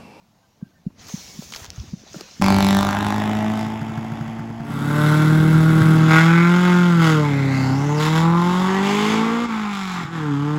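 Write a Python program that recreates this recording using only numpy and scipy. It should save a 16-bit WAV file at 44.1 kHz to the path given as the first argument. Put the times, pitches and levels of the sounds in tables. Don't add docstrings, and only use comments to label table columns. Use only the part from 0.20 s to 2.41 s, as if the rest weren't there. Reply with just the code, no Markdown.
import sys
import numpy as np
from scipy import signal
from scipy.fft import rfft, irfft, next_fast_len
from scipy.io import wavfile
from scipy.ndimage import uniform_filter1d, map_coordinates

SR = 44100
rng = np.random.default_rng(int(sys.argv[2]) if len(sys.argv) > 2 else 0)


def elevation(decibels):
    levels = np.asarray(decibels, float)
    return 10 ** (levels / 20)


def dump(signal):
    limited = np.clip(np.atleast_2d(signal).T, -1, 1)
    pcm = np.round(limited * 32767).astype(np.int16)
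    wavfile.write(sys.argv[1], SR, pcm)


N = 97681

# (frequency [Hz], gain [dB])
MICROPHONE = [(6600, 1.5), (8200, -11), (11000, -12.5)]
# (frequency [Hz], density [dB per Hz])
HUSH_SPECTRUM = [(20, -17), (100, -2.5), (190, 0), (420, -16), (700, -7.5), (1500, -20), (5600, -23),
                 (15500, -17.5)]
# (time [s], level [dB])
GRIP_LEVEL = [(0, -90), (.4, -66.5), (.5, -56), (0.619, -66.5), (.76, -53), (1.0, -51), (1.3, -53.5),
              (1.45, -47.5), (1.55, -49.5), (1.7, -51.5), (1.85, -51), (2.0, -53), (2.21, -62)]
# (frequency [Hz], density [dB per Hz])
GRIP_SPECTRUM = [(25, -15), (70, -2), (200, 2.5), (400, -13), (800, -46)]
# (start [s], length [s], level [dB], pitch [Hz])
BIRD_PIPES = [(.225, .045, -71, 1570), (.408, .065, -65, 1590), (.466, .02, -68, 1560),
              (.505, .028, -70, 1535), (.535, .07, -70, 1810), (.54, .055, -72, 1550),
              (.775, .025, -64, 2000), (1.08, .085, -58, 2250), (2.03, .066, -59.5, 2550),
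              (.27, .15, -80, 5800), (.82, .018, -63, 9500), (.845, .022, -58, 9100),
              (.803, .022, -58, 5800), (.79, .015, -68, 9900)]
# (time [s], peak [dB], centre [Hz], burst [ms])
SMACKS = [(.7, -54, 760, 12), (.888, -38, 1050, 8), (.897, -40, 450, 6), (1.946, -37, 450, 5),
          (1.98, -40, 280, 6), (1.988, -43, 300, 4), (1.996, -42, 900, 8), (2.011, -41, 500, 5),
          (1.361, -34, 1400, 2.5), (1.34, -35, 1500, 6), (1.348, -31, 1600, 2), (1.352, -37, 1200, 8),
          (.415, -50, 420, 2), (2.086, -41, 1200, 2), (2.167, -43, 1500, 2), (1.735, -44, 500, 4),
          (1.575, -42, 900, 8), (1.865, -42, 600, 20)]
# (time [s], peak [dB], pitch [Hz], damping time [ms])
KNOCKS = [
    (.42276, -20.6, 190.5, 2.5),
    (.66204, -15.2, 190, 2.65),
    (.93595, -17.1, 192.5, 2.6),
    (1.18684, -22.6, 198, 2.4),
    (1.73102, -18.1, 189, 2.6),
    (1.9582, -26.5, 190, 2.8),
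    (2.19505, -18.4, 190.5, 2.15),
]
# (time [s], peak [dB], pitch [Hz], damping time [ms])
BUMPS = [(0.45, -49, 187, 1.6), (1.03, -48, 93, 9.9), (1.41, -35.5, 94, 4.2), (.76, -60, 110, 2.3),
         (1.25, -43, 95, 5), (1.345, -47, 57, 5.1), (.46, -44, 216, 2.5), (1.474, -35.5, 94, 5.6),
         (1.576, -24, 113.5, 2.8), (1.590, -23.5, 91, 5.05), (1.7, -54, 390, 1.3), (1.5, -41, 98, 5.8),
         (1.668, -36, 113, 5.6), (1.718, -32.5, 97, 4), (2.177, -44, 200, 2.2), (0.65, -44.5, 28, 7.8),
         (1.9397, -33, 363, 3), (2.007, -33, 364, 2.1), (2.012, -38, 220, 1.8), (1.835, -39, 326, 1),
         (.676, -37, 250, 2.5), (1.635, -41, 330, 2)]
# (time [s], peak [dB], centre [Hz], burst [ms])
TICKS = [(1.304, -33, 6300, 1.5), (1.560, -36, 6500, 2.5), (1.561, -45, 3700, 2), (1.5985, -34, 5250, 1.8),
         (1.598, -41, 3400, 2.5), (1.588, -40, 5000, 2), (1.567, -45, 6500, 5), (.884, -42, 15000, 3),
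         (.867, -37, 4800, 3), (.868, -38, 6600, 3), (.885, -37, 4700, 2), (.903, -36, 6300, 3),
         (.797, -45, 4000, 3), (1.875, -38, 3900, 2), (1.884, -41, 3900, 4), (1.876, -42, 6300, 3),
         (2.111, -37, 5500, 2), (1.931, -35, 6400, 3), (.666, -57, 5000, 3), (1.767, -46, 6400, 3)]
# (time [s], level [dB], brightness [dB], body [dB])
RUSTLE_EFFORT = [(.72, -99.5, -4, 30), (0.794, -52.5, -3, 6.5), (.83, -51.5, 3.5, 8.5),
                 (0.894, -43.5, 8, 4), (1.0, -44.5, 6.5, 0), (1.15, -45, 7, 2), (1.24, -44.5, 9, 0.5),
                 (1.29, -45.5, 7, 0.5), (1.36, -53.5, 17.5, 12.5), (1.44, -46, 7, 8),
                 (1.492, -56.5, 5, 12.5), (1.62, -50.5, 1, 5), (1.76, -54.5, 0, 2), (1.86, -54.5, -4, 5.5),
                 (1.951, -44.5, 2.5, 0.5), (2.029, -50, 4, 9.5), (2.12, -48, -2.5, 1.5),
                 (2.21, -52, 4, 4.5)]
# (frequency [Hz], density [dB per Hz])
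RUSTLE_SPECTRUM = [(200, -16), (400, -4), (1350, -8), (3000, -5), (6000, 1.5), (9000, -6.5), (12000, -9.5),
                   (15500, -4.5)]
# (time [s], pitch [Hz], level [dB])
SLIDE_PATH = [(0.838, 6470, -71), (0.921, 6300, -44.5), (1.02, 5880, -50.5), (1.122, 5300, -55),
              (1.22, 4900, -74)]
# (time [s], peak [dB], centre [Hz], burst [ms])
SNAPS = [(.894, -32, 5900, 3), (1.322, -25, 4900, 1.5), (1.3243, -27, 5000, 2.5), (1.327, -30, 5000, 4),
         (1.333, -33, 5500, 4), (1.341, -34, 4500, 5), (1.352, -35, 5000, 8), (1.3374, -25, 4500, 1.5),
         (1.348, -24, 4500, 1.6), (1.3605, -21, 4500, 1.2), (1.3618, -19, 5000, 1), (1.363, -31, 5500, 3),
         (1.372, -35, 6500, 4), (1.463, -27, 4000, .6), (1.5038, -33, 5500, .8), (2.0093, -23, 5500, 2.2),
         (1.366, -31, 5000, 6), (1.321, -36, 14000, 7), (1.337, -36, 14000, 2), (1.347, -36, 11000, 2),
         (1.361, -34, 13000, 3), (1.304, -39, 11000, 2), (1.534, -50, 14000, 2), (1.575, -48, 12000, 2),
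         (1.135, -41, 9000, 14), (1.23, -40, 10000, 25), (.955, -38, 5000, 8), (1.078, -38, 3500, 3),
         (1.42, -44, 12000, 20), (1.962, -41, 14000, 7), (2.007, -39, 12000, 7)]
# (time [s], peak [dB], pitch [Hz], ring [ms], push +1 or pull -1)
POPS = [(1.2231, -32, 520, .8, -1), (1.9443, -31, 600, 2, 1), (1.9445, -35, 1380, 3, 1),
        (1.9568, -35, 560, 1.5, 1), (1.957, -43, 1350, 1.5, 1), (2.009, -31, 2400, .5, -1),
        (2.0094, -32, 700, 1, 1), (2.0105, -38, 1250, 2.5, 1), (1.5036, -15.5, 5600, .14, -1),
        (1.5036, -34, 13000, .05, -1), (.8995, -35, 750, 1.2, 1), (1.3373, -21, 2700, .4, 1),
        (1.3382, -26, 2400, .6, 1), (1.3475, -21, 3900, .3, 1), (1.3242, -28, 1100, .6, 1),
        (1.3615, -29, 1000, .7, -1)]


def unit(x):
    return x / np.sqrt(np.mean(x ** 2) + 1e-20)


def along(points, hz):
    f, v = np.transpose(points)
    return np.interp(np.log(hz + 1), np.log(f + 1), v)


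def over_time(table):
    time_s, *columns = np.transpose(table)
    return [np.interp(np.arange(N) / SR, time_s, c) for c in columns]


def wobble(rate_hz):
    knots = rng.standard_normal(int(N * rate_hz / SR) + 4)
    return map_coordinates(knots, [np.arange(N) * rate_hz / SR])


def filtered(x, response):
    m = next_fast_len(len(x) + 8192)
    return irfft(rfft(x, m) * response(np.fft.rfftfreq(m, 1 / SR)), m)[:len(x)]


def microphone(hz):
    return elevation(along(MICROPHONE, hz))


def patchy(depth_db):
    z = signal.stft(rng.standard_normal(N + 512), nperseg=512)[2]
    field = uniform_filter1d(rng.standard_normal(z.shape), size=4, axis=0)
    field = uniform_filter1d(field, size=9, axis=1)
    return unit(signal.istft(z * elevation(depth_db * unit(field)), nperseg=512)[1][:N])


def add(track, start_s, sound):
    part = track[round(start_s * SR):][:len(sound)]
    part += sound[:len(part)]


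def thud(db, hz, damp_ms, sag_per_s=6):
    t = np.arange(SR // 10) / SR
    u = t / (damp_ms / 1000)
    swell = (u / 3 * np.exp(1 - u / 3)) ** 5
    sag = 1 + sag_per_s * (.01 - t).clip(-.02)
    return -elevation(db) * swell * np.sin(2 * np.pi * hz * t * sag)


def bursts(rows, width, tail_db, tail_s):
    out, t = np.zeros(N), np.arange(2048) / SR
    for s, db, hz, ms in rows:
        cracks = rng.standard_normal(len(t)) * elevation(3 * rng.standard_normal(len(t)))
        attack = np.minimum(1, (t + 1 / SR) / (ms / 6000))
        clump = np.exp(-(t / (ms / 1000)) ** 2) * attack
        tail = elevation(tail_db) * np.exp(-t / tail_s) * min(ms, 1)

        def response(f):
            resonance = f * width * hz / (hz * hz - f * f + 1j * f * width * hz)
            return microphone(f) * resonance ** 2

        sound = filtered(cracks * (clump + tail), response)
        add(out, s, elevation(db) * sound / np.abs(sound).max())
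    return out


def hush():
    level_db, patch_db = -59, 1.8
    return elevation(level_db) * unit(filtered(patchy(patch_db), lambda f: elevation(along(HUSH_SPECTRUM, f))))


def grip():
    lumps_db = 2.5
    level_db, = over_time(GRIP_LEVEL)
    lumpy = rng.standard_normal(N) * elevation(lumps_db * wobble(35))
    return elevation(level_db) * unit(filtered(lumpy, lambda f: elevation(along(GRIP_SPECTRUM, f))))


def bird():
    out = np.zeros(N)
    for s, length_s, db, hz in BIRD_PIPES:
        t = np.arange(round(length_s * SR)) / SR
        waver = wobble(112)[:len(t)]
        swell = elevation(db + 2.5 + 3 * waver) * np.sin(np.pi * t / length_s) ** .7
        phase = 2 * np.pi * hz * t * (1.004 - .16 * t) + .6 * waver
        add(out, s, swell * np.sin(phase))
    return out


def smacks():
    return bursts(SMACKS, width=.8, tail_db=-10, tail_s=.006)


def knocks():
    lead_s, lead_db = .0075, -29
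    knuckle_s, bounce_s, bounce_db = .002, .039, -25
    out = np.zeros(N)
    for s, db, hz, ms in KNOCKS:
        add(out, s, thud(db, hz, ms, sag_per_s=3.3))
        add(out, s + knuckle_s, thud(2 * db - 6, 1.8 * hz, .5 * ms))
        add(out, s + bounce_s, thud(db + bounce_db, 1.16 * hz, .54 * ms))
        add(out, s - lead_s, -thud(db + lead_db, 2 * hz, .26 * ms))
    return out


def bumps():
    out = np.zeros(N)
    for s, db, hz, ms in BUMPS:
        add(out, s, thud(db, hz, ms))
    return out


def ticks():
    return bursts(TICKS, width=.18, tail_db=-20, tail_s=.006)


def rustle():
    grains_per_s, grain_db, grain_spread_db, patch_db = 3000, -9.5, 3, 2
    bright_hz, body_hz = 8000, 2530
    level_db, bright_db, body_db = over_time(RUSTLE_EFFORT)
    hits = rng.random(N) < grains_per_s / SR
    grain_gain = elevation(grain_spread_db * rng.exponential(size=N) + 7.3 * wobble(39.9))
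    grains = hits * grain_gain * rng.standard_normal(N)
    mix = patchy(patch_db) + elevation(grain_db) * unit(grains)
    x = unit(filtered(mix, lambda f: elevation(along(RUSTLE_SPECTRUM, f))))
    top = filtered(x, lambda f: 1 / (1 + (bright_hz / (f + 1)) ** 8))
    low = filtered(x, lambda f: 1 / (1 + (f / body_hz) ** 4))
    started = np.arange(N) > RUSTLE_EFFORT[0][0] * SR
    gain = elevation(level_db + 2.5 + 1.4 * wobble(29.97)) * started
    return gain * (x - top - low + elevation(bright_db) * top + elevation(body_db) * low)


def slide():
    width_hz = 1000
    hz, level_db = over_time(SLIDE_PATH)
    n = np.arange(N)
    active = (n > SLIDE_PATH[0][0] * SR) * (n < SLIDE_PATH[-1][0] * SR)
    hiss = wobble(width_hz) * np.sin(2 * np.pi * np.cumsum(hz) / SR)
    return elevation(level_db) * active * unit(hiss)


def snaps():
    return bursts(SNAPS, width=1.7, tail_db=-13, tail_s=.006)


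def pops():
    low_share = .45
    out, t = np.zeros(N), np.arange(1024) / SR
    for s, db, hz, ms, way in POPS:
        ring = np.exp(-t / (ms / 1000)) * np.sin(2 * np.pi * hz * t)
        ring = filtered(ring, lambda f: microphone(f) * (f / (f - 1j * low_share * hz)) ** 2)
        add(out, s, np.sign(way) * elevation(db) * ring / np.abs(ring).max())
    return out


def scene():
    air = filtered(hush() + bird() + rustle() + slide(), microphone)
    contacts = grip() + knocks() + bumps()
    mouth_and_grass = smacks() + ticks() + snaps() + pops()
    return (air + contacts + mouth_and_grass)[None]


def roll_off(x):
    return signal.sosfilt(signal.butter(12, 16810, fs=SR, output="sos"), x)


def record(dry):
    top_hz = 15950
    mix = filtered(dry[0], lambda f: f < top_hz)[None]
    return roll_off(mix)


dry = scene()
out = record(dry)
dump(out)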